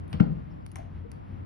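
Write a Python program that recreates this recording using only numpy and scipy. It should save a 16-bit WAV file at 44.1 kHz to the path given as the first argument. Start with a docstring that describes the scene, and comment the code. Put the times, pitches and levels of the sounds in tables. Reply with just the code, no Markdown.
"""Over a steady low rumble, a small blade crunches into the wax seal of an upright glass bottle. As the blade
slips, the bottle knocks on a wooden table: the glass clacks and the table top thumps in their damped normal
modes, and the quiet room answers with a low boom. Then the brittle wax gives way in small dry ticks, each
fracture a brief burst of noise, and once the blade strikes the glass with a short ring. The two microphone
ports hear the mids in opposite phase."""
import sys
import numpy as np
from scipy import signal
from scipy.fft import rfft, irfft
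from scipy.io import wavfile
from scipy.ndimage import uniform_filter1d

SR = 44100
rng = np.random.default_rng(int(sys.argv[2]) if len(sys.argv) > 2 else 0)


def generate_wav(sig):
    """Save sig (samples, or channels by samples) to the path in sys.argv[1] as 16-bit PCM at SR."""
    pcm = np.round(np.clip(np.atleast_2d(sig).T, -1, 1) * 32767).astype(np.int16)
    wavfile.write(sys.argv[1], SR, pcm)


N = 63945


def undb(db):
    """Amplitude ratio of a level in decibels."""
    return 10 ** (np.asarray(db) / 20)


def unit(x):
    """Normalisation to rms 1."""
    return x / np.sqrt(np.mean(x ** 2))


def curve(points, hz):
    """Interpolation of (frequency, value) points on a logarithmic frequency axis."""
    f, v = np.array(points, float).T
    return np.interp(np.log(np.maximum(hz, 1)), np.log(f), v)


def since(start):
    """Seconds elapsed since an onset, zero before it."""
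    return np.maximum(np.arange(N) / SR - start, 0)


def bins():
    """Frequencies of a spectrum zero-padded to twice the length."""
    return np.arange(N + 1) * SR / (2 * N)


def filtered(x, gain):
    """Convolution, as multiplication by a frequency response."""
    return irfft(rfft(x, 2 * N) * gain)[..., :N]


def colour(x, db):
    """Minimum-phase filter of unit power: folding the cepstrum makes the given shape causal."""
    cepstrum = irfft(np.log(unit(undb(db))))
    cepstrum[1:N] *= 2
    cepstrum[N + 1:] = 0
    return filtered(x, np.exp(rfft(cepstrum)))


def drift(rate_hz):
    """Slow fluctuation of rms 1: random steps smoothed twice by a moving average."""
    hold = int(SR / rate_hz)
    steps = np.repeat(rng.standard_normal(N // hold + 1), hold)
    return unit(uniform_filter1d(uniform_filter1d(steps, hold), hold)[:N])


def pan(x, left_db):
    """Intensity stereo: a level difference places the sound."""
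    return x * undb(np.array([[left_db], [-left_db]]) / 2)


# phase lead of the left port over the right (frequency [Hz], phase [rad])
PORT_PHASE = [(30, 2.5), (100, 0.62), (200, 1.42), (300, 2), (430, 3.5), (1000, 3.5), (1420, 4.5),
              (2070, 7.5), (3000, 8), (4200, 11.5), (5900, 13.5), (9000, 14)]
# level of the left port over the right (frequency [Hz], level [dB])
PORT_BALANCE = [(40, -11.5), (110, 6.5), (200, 9.5), (350, 8), (550, 5.5), (1200, 6), (2000, -3),
                (3700, -2.5), (10000, -0.5)]
def ports(x):
    """Phase and level differences between two microphone ports put the mids in antiphase."""
    half = undb(curve(PORT_BALANCE, bins()) / 2)
    lag = np.exp(-1j * curve(PORT_PHASE, bins()))
    return filtered(x, np.array([half, lag / half]))


# rumble spectrum in phase in both channels (frequency [Hz], relative level [dB])
RUMBLE_MID = [(25, -27), (48, -5.5), (98, -3.5), (124, -6.5), (178, -10), (300, -19.5), (400, -29),
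              (560, -34), (800, -35.5), (1200, -36.5), (2000, -40), (3100, -48.5), (5100, -60.5),
              (6000, -64.5), (7000, -94.5), (10000, -67), (12000, -73.5)]
# rumble spectrum in antiphase (frequency [Hz], relative level [dB])
RUMBLE_SIDE = [(25, -17), (42, 0), (86, -2), (121, -6.5), (174, -5), (300, -10.5), (420, -16), (700, -17),
               (1200, -23), (1640, -34.5), (3000, -42), (4800, -65), (6000, -60), (7000, -55.5),
               (10000, -71), (12000, -78)]
def rumble(fade_db_per_s=1.5, waver_db=1.89):
    """Ambient noise: uncorrelated mid and side signals waver and sink slowly as the room settles."""
    fade_db = fade_db_per_s * (since(0) - N / SR / 2)
    parts = []
    for spectrum, db in ((RUMBLE_MID, -43), (RUMBLE_SIDE, -46.5)):
        gain = undb(db - fade_db - waver_db * drift(11.87))
        noise = filtered(rng.standard_normal(N), undb(curve(spectrum, bins())))
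        parts.append(gain * unit(noise))
    mid, side = parts
    return pan(np.array([mid + side, mid - side]), left_db=2.5)


# envelope of the low hum (time [s], level [dB])
HUM_ENVELOPE = [(0, -42.5), (.55, -54), (.75, -50), (.85, -42.5), (1.021, -42), (1.1, -56), (1.2, -54.5),
                (1.301, -42.5), (1.45, -41)]
def hum(hz=93.96, wander=0.0458, waver_db=1.4):
    """A low pure tone wavers by random frequency and amplitude modulation."""
    phase = 2 * np.pi * np.cumsum(hz * (1 + wander * drift(18))) / SR
    db = np.interp(since(0), *np.array(HUM_ENVELOPE).T) + waver_db * drift(22)
    return ports(unit(np.sin(phase)) * undb(db))


# spectrum of the reverberation (frequency [Hz], relative level [dB])
REVERB_SPECTRUM = [(60, -14.5), (150, -17.5), (300, -8.5), (500, -1), (750, -1), (1500, -9.5), (3000, -7.5),
                   (6000, 4.5), (8000, -12), (12000, -6)]
# reverberation time (frequency [Hz], T60 [s])
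REVERB_TIME = [(100, 0.91), (500, 0.45), (2000, 0.34), (5000, 0.4), (10000, 0.23)]
def reverberation(x, spread=0.57, build_s=0.002, level_db=-1.5):
    """Diffuse reflections decay exponentially in each octave band; the top treble dies first."""
    t, hz = since(0), bins()
    noise = (ports(rng.standard_normal(N)) + spread * rng.standard_normal((2, N))) / np.hypot(1, spread)
    tail = 0
    for centre in 62.5 * 2 ** np.arange(9):
        band = filtered(noise, np.maximum(1 - abs(np.log2(np.maximum(hz, 1) / centre)), 0))
        rate = np.log(1000) / curve(REVERB_TIME, centre)
        decay = np.exp(-rate * t) * np.sqrt(2 * rate / SR)  # unit energy
        tail = tail + band * undb(curve(REVERB_SPECTRUM, centre)) * decay
    tail = tail * (1 - np.exp(-t / build_s))
    return undb(level_db) * filtered(x[0], rfft(tail, 2 * N))


# low room resonances (time [s], frequency [Hz], level [dB], time to peak [s])
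ROOM_MODES = [(.235, 160, -27, 0.015), (.281, 150, -27.5, 0.029), (0.32, 165, -27.5, 0.011),
              (.222, 56, -35, .06), (.14, 80, -31.5, .016), (.143, 170, -30, 0.013)]
def room_boom():
    """Resonance: low room modes swell and die away after the knocks."""
    out = 0
    for start, hz, db, swell in ROOM_MODES:
        t = since(start)
        envelope = t / swell * np.exp(1 - t / swell)
        out = out + undb(db) * envelope * np.sin(2 * np.pi * hz * t)
    return ports(out)


# soft rubs (time [s], duration [s], centre frequency [Hz], bandwidth [Hz], level [dB])
NECK_RUBS = [(0.085, 0.06, 10100, 2510, -70.5), (.5, 0.031, 5200, 900, -77.5),
             (.605, 0.029, 4980, 700, -80), (0.768, 0.051, 697, 201, -47), (1.036, 0.04, 430, 160, -47.5)]
def neck_rubs():
    """Sliding friction: blade and fingers on the bottle neck make faint swishes of narrow-band noise."""
    out = 0
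    for start, length, hz, width, db in NECK_RUBS:
        passband = 1 / (1 + ((bins() - hz) / (width / 2)) ** 4)
        noise = unit(filtered(rng.standard_normal(N), passband))
        envelope = np.sin(np.pi * np.minimum(since(start) / length, 1))
        out = out + undb(db) * noise * envelope
    return ports(out)


def ring(modes, start, cycles, sharp=0, settle_s=0.0042):
    """Damped modes build up over some cycles of a push, which briefly lifts their pitch by `sharp`."""
    t = since(start)
    warped_time = t + sharp * settle_s * (1 - np.exp(-t / settle_s))
    out = 0
    for hz, db, t60 in modes:
        build = 1 - np.exp(-(t * hz / cycles) ** 2)
        decay = np.exp(-np.log(1000) * t / t60)
        out = out + undb(db) * np.sin(2 * np.pi * hz * warped_time) * build * decay
    return out


# modes of the table top (frequency [Hz], relative level [dB], T60 [s])
WOOD_MODES = [(66, -31, 0.053), (131, -10.5, .07), (165.7, 1.5, 0.043), (227.5, -13.5, .035),
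              (468, -27, 0.03), (566, -46.5, 0.024), (613, -29.5, 0.053)]
# modes of the hand-damped bottle (frequency [Hz], relative level [dB], T60 [s])
GLASS_MODES = [(1030, 3, .013), (1424, 9, 0.015), (2040, -5, .015), (3020, -16.5, 0.02),
               (4340, -24.5, 0.019), (5040, -26, .015)]
# knocks (time [s], level [dB], build-up of the thump [cycles], relative clack level [dB])
BOTTLE_KNOCKS = [(0.1397, -13.5, 0.79, -26), (0.2039, 2, 0.68, -6), (0.2271, -15, .5, -28.5)]
def bottle_knocks(glass_db=-17.5, clack_lead_s=0.0042):
    """Impact excites the modes of glass and wood; the table sounds higher while the bottle presses."""
    thump = clack = 0
    for start, db, cycles, clack_db in BOTTLE_KNOCKS:
        thump = thump - undb(db) * ring(WOOD_MODES, start, cycles, sharp=0.54)
        glass = ring(GLASS_MODES, start - clack_lead_s, cycles=3.93)
        clack = clack + undb(db + clack_db + glass_db) * glass
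    return ports(thump + clack)


# spectrum of cracking wax (frequency [Hz], relative level [dB])
WAX_SPECTRUM = [(400, -14), (700, 9), (1300, 7), (2100, 9.5), (2900, 6.5), (3800, -2.5), (5000, -4.5),
                (6000, -0.5), (7500, -14.5), (9000, 3), (11000, 0.5), (12500, -16.5)]
# ticks (time [s], level [dB], peak frequency [Hz], gain below body_hz [dB], decay time constant [s], left over
# right [dB]); the rows at 0.7583 s and 0.7616 s are the blade striking the glass, the others wax fractures
TICKS = [(.0795, -60, 10200, -8.5, 0.00097, 1), (0.1312, -36.5, 5950, 2.5, 0.00045, 0),
         (0.1376, -51, 5350, 4, .0015, -4), (0.6636, -43, 5970, 2, 0.0013, -0.5),
         (0.7159, -54, 10500, -12, 0.0041, -1.5), (0.7571, -38.5, 6740, 5, 0.0022, 4),
         (0.7583, -44, 2030, 12.5, 0.002, 2), (0.7616, -48, 940, 13.5, 0.0048, 9),
         (0.7686, -49.5, 8460, -1.5, 0.00062, -20), (0.7865, -56, 6500, 0, 0.0013, -10.5),
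         (1.1159, -47, 4720, -2.5, 0.0023, -2.5)]
def wax_ticks(body_hz=2000, flake_db=8, flake_octaves=0.15, spread=0.68):
    """Brittle fracture: each flake of wax breaks off in a millisecond burst with a spectral peak of its own;
    two rows near 0.76 s instead give the short ring of the blade striking the glass."""
    out, hz = 0, bins()
    for start, db, flake_hz, body_db, decay, left_db in TICKS:
        t = since(start)
        bursts = rng.standard_normal((3, N)) * (t > 0) * np.exp(-t / decay)
        stereo = ports(bursts[0]) + spread * bursts[1:]
        peak = flake_db / (1 + (np.log2(np.maximum(hz, 1) / flake_hz) / flake_octaves) ** 2)
        body = body_db / (1 + (hz / body_hz) ** 4)
        tick = colour(stereo, curve(WAX_SPECTRUM, hz) + peak + body)
        out = out + undb(db) * pan(tick, left_db)
    return out


# spectrum of the crunch (frequency [Hz], relative level [dB])
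CRUNCH_SPECTRUM = [(200, 6.5), (500, 10), (1000, 9), (2000, 0), (3000, -0.5), (3700, -7.5), (6200, -23.5),
                   (7200, -40), (9000, -23.5), (12000, -37.5)]
# slips (time [s], level [dB], rise time [s], decay time constant [s], tilt [dB/octave])
BLADE_SLIPS = [(.1284, -36, 0.00077, 0.0035, 3), (0.1353, -43.5, 0.0021, 0.013, -0.5),
               (0.1981, -30.5, 0.0024, 0.0079, -1.5)]
def blade_slips(grain=0.35, spread=0.39):
    """Friction noise: the blade skids through the wax, and random modulation makes the crunch grainy."""
    out, hz = 0, bins()
    for start, db, rise, decay, tilt_db in BLADE_SLIPS:
        attack = np.sqrt(np.minimum(since(start) / rise, 1))
        envelope = attack * np.exp(-since(start + rise) / decay) * np.exp(grain * drift(1500))
        spectrum = curve(CRUNCH_SPECTRUM, hz) + tilt_db * np.log2(np.maximum(hz, 100) / 1000)
        coherent = ports(envelope * rng.standard_normal(N))
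        diffuse = spread * envelope * rng.standard_normal((2, N))
        out = out + undb(db) * colour(coherent + diffuse, spectrum)
    return out


def scene():
    """Superposition of the direct sound, the room's response and the background."""
    direct = wax_ticks() + blade_slips() + bottle_knocks() + neck_rubs()
    return direct + reverberation(direct) + room_boom() + rumble() + hum()


def record(dry, low_hz=29, top_hz=12200):
    """Band limiting: the deepest bass is cut away, and the recorder's cut-off ends the highest treble."""
    highpass = signal.butter(2, low_hz, "highpass", fs=SR, output="sos")
    lowpass = signal.ellip(8, .2, 70, top_hz, fs=SR, output="sos")
    return signal.sosfilt(lowpass, signal.sosfilt(highpass, dry))


dry = scene()
out = record(dry)
generate_wav(out)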